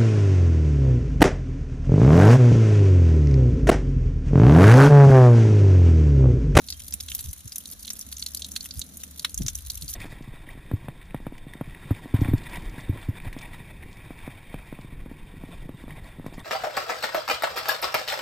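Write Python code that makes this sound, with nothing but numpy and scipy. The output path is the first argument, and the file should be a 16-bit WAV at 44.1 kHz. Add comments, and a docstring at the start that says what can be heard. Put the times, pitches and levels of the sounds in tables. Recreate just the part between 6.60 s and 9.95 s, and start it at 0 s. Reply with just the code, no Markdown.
"""Fat drops from a watering can smack on leaves, paving and a flower pot, by a rose bush and brick wall.
Each drop is a short impact that excites damped resonances, a bright noise splash and a dull thud.
Trapped bubbles sound as decaying tones, droplets as random soft splats, mist as grainy filtered noise.
The hand-held microphone takes a few soft bumps: low tones under bell-shaped envelopes, with rustle.
Behind lie filtered-noise breeze rumble and outdoor air, and the wavering sine of a far-off drone."""
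import sys
import numpy as np
from scipy import signal
from scipy.fft import rfft, irfft
from scipy.io import wavfile

SR = 44100
rng = np.random.default_rng(int(sys.argv[2]) if len(sys.argv) > 2 else 0)


def inscribe(sig):
    """Save sig as 16-bit PCM at rate SR to the path in sys.argv[1].

    A 1-D sig is mono; a 2-D sig holds one channel per row.
    Samples are clipped to [-1, 1] before scaling.
    """
    pcm = np.round(np.clip(np.atleast_2d(sig).T, -1, 1) * 32767)
    wavfile.write(sys.argv[1], SR, pcm.astype(np.int16))


N = 147735  # samples

# Fat drops: [t/s, ring of the struck spot f/Hz, ring level/dB, splash level/dB, thud level/dB]
FAT_DROPS = [(0.0861, 4300, -35, -51, -51.5), (0.1031, 4600, -33, -35.5, -57),
             (0.1245, 4640, -33, -68, -48), (.2015, 2900, -45.5, -42.5, -53),
             (0.3246, 5400, -37.5, -65, -50.5), (0.3388, 9700, -25, -25.5, -47),
             (.402, 3780, -40, -45, -56), (0.4067, 5130, -37, -34, -49), (0.4857, 3800, -36, -52, -46),
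             (0.5177, 3100, -33, -45, -42), (0.5494, 13000, -26.5, -31, -53),
             (0.5913, 4640, -41.5, -36, -45), (0.6081, 7400, -40, -34, -54), (.731, 6050, -53, -34.5, -52),
             (.877, 6240, -42.5, -41, -67), (0.9207, 5100, -38, -41.5, -51.5),
             (0.9587, 6000, -36.5, -32, -53.5), (0.9827, 5830, -68, -30.5, -82),
             (1.0567, 4060, -40, -43.5, -88), (1.1131, 6200, -58, -37.5, -82),
             (1.249, 4100, -40.5, -70, -62), (1.2787, 4000, -35.5, -57, -50),
             (1.3035, 5900, -31, -36, -41.5), (1.333, 7200, -44, -36, -84), (1.3923, 5790.0, -47, -36, -83),
             (1.4118, 5700, -37.5, -40.5, -81), (1.526, 4400, -40.5, -36.5, -48.5),
             (1.5687, 6300, -37, -62, -80), (1.596, 5860, -40, -48, -76), (1.6249, 4300, -30, -46, -49),
             (1.6632, 4240, -30.5, -36, -49.5), (1.6729, 5800, -43, -47, -75),
             (1.7477, 4170, -37, -30, -81), (1.772, 4760, -36.5, -36.5, -82),
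             (1.8207, 3930, -32.5, -49, -79), (1.8456, 3900, -33, -59, -71), (1.9178, 6150, -40, -36, -78),
             (1.963, 4130, -27.5, -38.0, -37.5), (2.0078, 4450, -34.5, -44.5, -65),
             (2.058, 3270, -43.5, -38, -44.5), (2.1093, 4680, -35, -63, -55),
             (2.1937, 6300, -37.5, -32.5, -77), (2.2164, 3920, -31, -58, -52.5),
             (2.3714, 6460, -47, -38.5, -81), (2.436, 5950, -44.5, -34.5, -47.5),
             (2.5952, 4430, -35, -37, -55), (2.6474, 4250, -28, -29, -23.5),
             (2.7442, 6400, -34.5, -35, -84), (2.7769, 6300, -30.5, -30.5, -63),
             (2.8196, 5800, -38.5, -43, -47), (2.8643, 6240, -31.5, -68, -43.5),
             (2.8829, 6270, -25, -35, -37), (2.9534, 6150, -34, -31, -81),
             (3.1006, 4350, -32.5, -30.5, -50.5), (3.2221, 4100, -39, -40.5, -65),
             (3.2803, 4500, -38.5, -41, -80), (3.3013, 7460, -39, -38, -72), (3.338, 6030, -35.5, -39, -54)]
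# Spectrum of a splash as the microphone colours it: [f/Hz, level/dB]
SPLASH_SPECTRUM = [(3000, -20), (6200, -0.5), (8400, -4), (9900, 11.5), (11900, -0.5), (13300, 9.5),
                   (14300, -0.5), (15200, -11), (17000, -97)]
# Modes of the flower pot, heard in a drop's thud: [f/Hz, level/dB]
POT_MODES = [(1450, -0.5), (1720, -3), (2080, 6), (2680, 8), (3220, 9), (3680, 12), (5300, 8)]
# Ringing bubbles: [t/s, starting pitch f/Hz, level/dB]
RINGING_BUBBLES = [(0.141, 3160, -45.5), (0.69, 6020, -42.5)]
# How much spray reaches the leaves: [t/s, relative level/dB]
SPRAY_LEVEL = [(0, -1.5), (.55, 1.5), (.82, -1.5), (1.03, 0), (2.05, .5), (2.3, -1.5), (3.35, 2)]
# Spectral shape of fine mist as the microphone colours it: [f/Hz, level/dB]
MIST_SPECTRUM = [(500, -5.5), (1300, 7.5), (2800, 3.5), (3900, 11.5), (5000, 4.5), (6100, 12), (8500, 3),
                 (10100, 15), (11900, 4.5), (13500, 14), (15500, -40)]
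# Soft bumps of the microphone: [t/s, tone peak level/dB, half length/s, pitch at the centre f/Hz]
MICROPHONE_BUMPS = [(0.659, -35.5, 0.0094, 101), (0.693, -30.5, 0.016, 70.55), (0.863, -34, 0.0072, 103.6),
                    (2.185, -31, 0.013, 71.1), (2.808, -31, 0.0031, 280), (2.813, -26, 0.0092, 156.4),
                    (2.818, -31, 0.043, 49.06), (2.855, -28, 0.011, 125.3), (3.241, -38, 0.013, 141.7)]
# Level of the breeze rumble: [t/s, level/dB]
BREEZE_LEVEL = [(0, -52), (.55, -46), (.8, -54), (2.65, -56.5), (2.95, -43), (3.35, -44)]
# Spectral shape of the breeze rumble: [f/Hz, level/dB]
BREEZE_SPECTRUM = [(20, -27), (52, 7), (85, 5), (130, -12), (250, -48), (600, -59)]
# Outdoor air, the level about which it wanders: [t/s, level/dB]
AIR_MEAN_LEVEL = [(0, -55), (.8, -62), (1.1, -57.5), (2.55, -54), (3.35, -62)]
# Spectral shape of the outdoor air: [f/Hz, level/dB]
AIR_SPECTRUM = [(100, -10.5), (175, 2), (270, -1.5), (360, -16.5), (600, -15.5), (800, -23), (4000, -64)]
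# Level of the far-off drone: [t/s, level/dB]
DRONE_LEVEL = [(0, -53), (.42, -46.5), (1.05, -69.5), (1.5, -50.5), (1.88, -49), (2.06, -63), (2.53, -51.5),
               (2.72, -58), (3.35, -64)]

# Impact: click with soft noise on both sides, close echoes, scattered water, faint tail
DROP_SIZE = 4096  # samples
LEAD_S = .008  # room ahead of the click
HALO_DB, HALO_S = -7, .0012  # soft noise on both sides of the click
ECHO_DB, ECHO_S = -11, .003  # level of each echo, longest delay
BUILD_S = .001
SCATTER_DB, SCATTER_S = -.5, .002  # level for fat drops, shortest decay time
SCATTER_RANGE = 2.5  # longest scatter decay over the shortest
SCATTER_LIKENESS = .8  # correlation of left and right
TAIL_DB, TAIL_S = -8.5, .011
SPREAD_S, SPREAD_DB = .00007, 1.2  # largest lag of the right side; spread of level difference

# Ring of the struck spot and broad smack around it
RING_LOW_HZ, RING_WIDTH_HZ, RING_PAN_DB = 3250, 900, -2.2
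SMACK_HZ, SMACK_WIDTH_HZ, SMACK_DB = 6000, 2200, -3

POT_WIDTH_HZ, POT_BAND_HZ = 297, (950, 7500)
POT_PAN_BELOW_HZ, POT_PAN_DB = 1600, 6

BUBBLE_RING_S, BUBBLE_RISE_PER_S = 0.013, 0.35  # decay time; pitch rise as a fraction per second

DROPLETS_PER_S, DROPLET_LOW_HZ, DROPLET_HIGH_HZ = 75, 2900, 6570
DROPLET_DB, DROPLET_SPREAD_DB = -46.5, 2.5
DROPLET_FOLLOWS = 2.44  # dB of droplet level per dB of spray
DROPLET_RING_DB, DROPLET_THUD_DB = -9, -25  # against the splash
DROPLET_SCATTER_DB = 7

MIST_DB, MIST_PER_S, MIST_LIKENESS = -52, 1600, 0.02
MIST_HISS_DB = 1  # steady hiss against the grains

BUMP_SAG, BUMP_ROUGH_DB = .17, -7.5  # log pitch lost per half length; rustle under the tone

LOW_LIKENESS, AIR_LIKENESS = 0.74, 0.75
AIR_WANDER_DB = 2.2
DRONE_HZ, DRONE_WAVER_HZ = 73.6, 3.26  # centre; standard deviation of the turning points

CUTOFF_HZ = 16300


def drops(rows, scatter_db):
    """Impulsive excitation: each drop rings the spot it strikes, bursts brightly and thuds dully."""
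    out = np.zeros((2, N))
    burst = response(SPLASH_SPECTRUM, size=512)
    for s, hz, ring_db, splash_db, thud_db in rows:
        hit = impact(scatter_db)
        ring = from_db(ring_db) * panned(RING_PAN_DB) * struck_spot(hit, hz)
        splash = from_db(splash_db) * unit_hit(through(hit, burst))
        thud = from_db(thud_db) * unit_hit(pot(hit))
        add(out, ring + splash + thud, s - LEAD_S)
    return out


def impact(scatter_db):
    """Transient superposition: an echoed click amid soft noise, then scatter and tail; left leads."""
    t = np.arange(DROP_SIZE) / SR - LEAD_S
    after = np.maximum(t, 0)
    clicks = np.zeros((2, DROP_SIZE))
    clicks[:, int(LEAD_S * SR)] = 1
    # nearby leaves and bricks echo with either sign
    for delay in rng.uniform(0, ECHO_S, size=4):
        clicks[:, int((LEAD_S + delay) * SR)] += from_db(ECHO_DB) * np.sign(rng.normal())

    halo = unit_hit(stereo_noise(SCATTER_LIKENESS, size=DROP_SIZE) * np.exp(-abs(t) / HALO_S))
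    build = 1 - np.exp(-after / BUILD_S)
    scatter_s = SCATTER_S * SCATTER_RANGE ** rng.random()  # varies at random from splat to splat
    scatter_envelope = np.exp(-after / scatter_s) * build
    scatter = unit_hit(stereo_noise(SCATTER_LIKENESS, size=DROP_SIZE) * scatter_envelope)
    tail = unit_hit(stereo_noise(0, size=DROP_SIZE) * np.exp(-after / TAIL_S) * build)

    hit = unit_hit(clicks) + from_db(HALO_DB) * halo
    hit = hit + from_db(scatter_db) * scatter + from_db(TAIL_DB) * tail
    left, right = hit
    right = np.roll(right, round(rng.uniform(0, SPREAD_S) * SR))
    return np.array([left, right]) * panned(rng.normal(0, SPREAD_DB))


def struck_spot(hit, hz):
    """Damped resonance: a narrower ring at the spot's pitch joins a broader smack."""
    bright = signal.lfilter(*signal.butter(4, RING_LOW_HZ, "high", fs=SR), hit)
    ring = resonate(resonate(bright, hz, RING_WIDTH_HZ), hz, 2 * RING_WIDTH_HZ)
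    smack = resonate(resonate(bright, SMACK_HZ, SMACK_WIDTH_HZ), hz, 2 * SMACK_WIDTH_HZ)
    return unit_hit(unit_hit(ring) + from_db(SMACK_DB) * unit_hit(smack))


def pot(hit):
    """Modal superposition: a few quickly damped modes make a hollow knock, the lowest leaning left."""
    knock = np.zeros((2, DROP_SIZE))
    for hz, db in POT_MODES:
        pan = panned(POT_PAN_DB * (hz < POT_PAN_BELOW_HZ))
        knock += from_db(db) * pan * unit_hit(resonate(hit, hz, POT_WIDTH_HZ))
    return signal.sosfilt(signal.butter(4, POT_BAND_HZ, "band", fs=SR, output="sos"), knock)


def bubbles():
    """Bubble resonance: air trapped in puddles gives a near-pure tone, rising a little as it dies."""
    out, t = np.zeros((2, N)), np.arange(DROP_SIZE) / SR
    envelope = np.exp(-t / BUBBLE_RING_S) * (1 - np.exp(-t / BUILD_S))
    for s, hz, db in RINGING_BUBBLES:
        tone = np.sin(2 * np.pi * np.cumsum(hz * (1 + BUBBLE_RISE_PER_S * t)) / SR)
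        add(out, from_db(db) * (tone * envelope)[None], s)
    return out


def droplets():
    """Poisson process: small drops land at random in soft splats, louder as more spray arrives."""
    rows, s, spray_db = [], 0, in_time(SPRAY_LEVEL)
    while s < N / SR:
        following_db = DROPLET_FOLLOWS * spray_db[int(s * SR)]
        splash_db = DROPLET_DB + following_db + DROPLET_SPREAD_DB * rng.normal()
        ring_db = splash_db + DROPLET_RING_DB + DROPLET_SPREAD_DB * rng.normal()
        hz = DROPLET_LOW_HZ * (DROPLET_HIGH_HZ / DROPLET_LOW_HZ) ** rng.random()
        rows.append((s, hz, ring_db, splash_db, splash_db + DROPLET_THUD_DB))
        s += rng.exponential() / DROPLETS_PER_S
    return drops(rows, DROPLET_SCATTER_DB)


def mist():
    """Shot noise: a dense random train of tiny impacts merges with hiss into a soft, grainy sound."""
    landings = rng.random(N) < MIST_PER_S / SR
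    grains = rms_one(stereo_noise(MIST_LIKENESS, size=N) * landings)
    spray = grains + from_db(MIST_HISS_DB) * stereo_noise(MIST_LIKENESS, size=N)
    coloured = rms_one(through(spray, response(MIST_SPECTRUM, size=1024)))
    return from_db(in_time(SPRAY_LEVEL) + MIST_DB) * coloured


def bumps():
    """Frequency glide: each bump is a brief low tone sagging in pitch, with a little rustle."""
    out, t = np.zeros((2, N)), np.arange(-SR // 8, SR // 8) / SR
    for s, db, half_s, hz in MICROPHONE_BUMPS:
        pitch = hz * np.exp(-BUMP_SAG * np.clip(t / half_s, -2, 2))
        tone = np.sin(2 * np.pi * np.cumsum(pitch) / SR)
        low = signal.butter(4, 2 * hz, fs=SR, output="sos")
        rustle = rms_one(signal.sosfilt(low, stereo_noise(0, size=len(t))))
        envelope = np.exp(-.5 * (t / half_s) ** 2)
        bump = (tone + from_db(BUMP_ROUGH_DB) * rustle) * envelope
        add(out, from_db(db) * bump, s + t[0])
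    return out


def drone():
    """Frequency modulation: the far-off drone is one sine whose pitch wavers slowly at random."""
    pitch = DRONE_HZ + DRONE_WAVER_HZ * wander(count=30)
    tone = np.sqrt(2) * np.sin(2 * np.pi * np.cumsum(pitch) / SR)  # rms 1
    return from_db(in_time(DRONE_LEVEL)) * tone


def breeze():
    """Spectral shaping: low-passed noise, largely shared by both sides, swells as breeze rumble."""
    noise = stereo_noise(LOW_LIKENESS, size=N)
    rumble = rms_one(through(noise, response(BREEZE_SPECTRUM, size=DROP_SIZE)))
    return from_db(in_time(BREEZE_LEVEL)) * rumble


def outdoor_air():
    """Amplitude modulation: the level of filtered noise wanders gently."""
    noise = stereo_noise(AIR_LIKENESS, size=N)
    air = rms_one(through(noise, response(AIR_SPECTRUM, size=DROP_SIZE)))
    return from_db(in_time(AIR_MEAN_LEVEL) + AIR_WANDER_DB * wander(count=60)) * air


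def from_db(db):
    """Logarithmic level: decibels to amplitude gain."""
    return 10 ** (np.asarray(db) / 20)


def rms_one(x):
    """Power normalisation: scale to rms 1."""
    return x / np.sqrt(np.mean(x ** 2) + 1e-30)


def unit_hit(x):
    """Energy normalisation: scale a stereo hit to the energy of 10 ms at rms 1."""
    return x / np.sqrt(np.sum(x ** 2) / (2 * .01 * SR) + 1e-30)


def in_time(rows):
    """Linear interpolation: a curve of (t/s, value) at every sample."""
    return np.interp(np.arange(N) / SR, *np.transpose(rows))


def wander(count):
    """Random modulation: straight lines join count normally distributed points."""
    return np.interp(np.arange(N), np.linspace(0, N, count), rng.standard_normal(count))


def add(out, sound, s):
    """Superposition: mix a sound in from time s."""
    i = int(s * SR)
    a, b = max(i, 0), min(i + sound.shape[1], N)
    if b > a:
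        out[:, a:b] += sound[:, a - i:b - i]


def panned(db):
    """Interaural level difference: gains that make the left louder than the right by db."""
    return from_db(np.array([[db], [-db]]) / 2)


def stereo_noise(likeness, size):
    """Partial correlation: white noise from a mid part alike and a side part opposed in the two sides."""
    c = np.clip(likeness, -.99, .99)
    mid, side = rng.standard_normal((2, size))
    return (np.sqrt(1 + c) * mid + np.sqrt(1 - c) * side * [[1], [-1]]) / np.sqrt(2)


def response(points, size):
    """Minimum phase: causal impulse response with a spectrum of (f/Hz, level/dB), by folded cepstrum."""
    hz, db = np.transpose(points)
    grid = np.maximum(np.fft.rfftfreq(size, 1 / SR), 1)
    gain = from_db(np.interp(np.log(grid), np.log(hz), db))
    cepstrum = irfft(np.log(gain))
    cepstrum[1:size // 2] *= 2
    cepstrum[size // 2 + 1:] = 0
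    return irfft(np.exp(rfft(cepstrum)))


def through(x, impulse):
    """Convolution: pass stereo sound through an impulse response."""
    return signal.fftconvolve(x, impulse[None], axes=1)[:, :x.shape[1]]


def resonate(x, hz, width_hz):
    """Damped oscillator: a pole pair whose radius sets the bandwidth."""
    r = np.exp(-np.pi * width_hz / SR)
    return signal.lfilter([1, 0, -1], [1, -2 * r * np.cos(2 * np.pi * hz / SR), r * r], x)


def scene():
    """Superposition: water and bumps over the garden's background."""
    water = drops(FAT_DROPS, SCATTER_DB) + bubbles() + droplets() + mist()
    background = drone() + breeze() + outdoor_air()
    return water + bumps() + background


def record(dry):
    """Low-pass filtering: an elliptic filter cuts the top steeply."""
    return signal.sosfilt(signal.ellip(10, .1, 80, CUTOFF_HZ, fs=SR, output="sos"), dry)


dry = scene()
out = record(dry)
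inscribe(out)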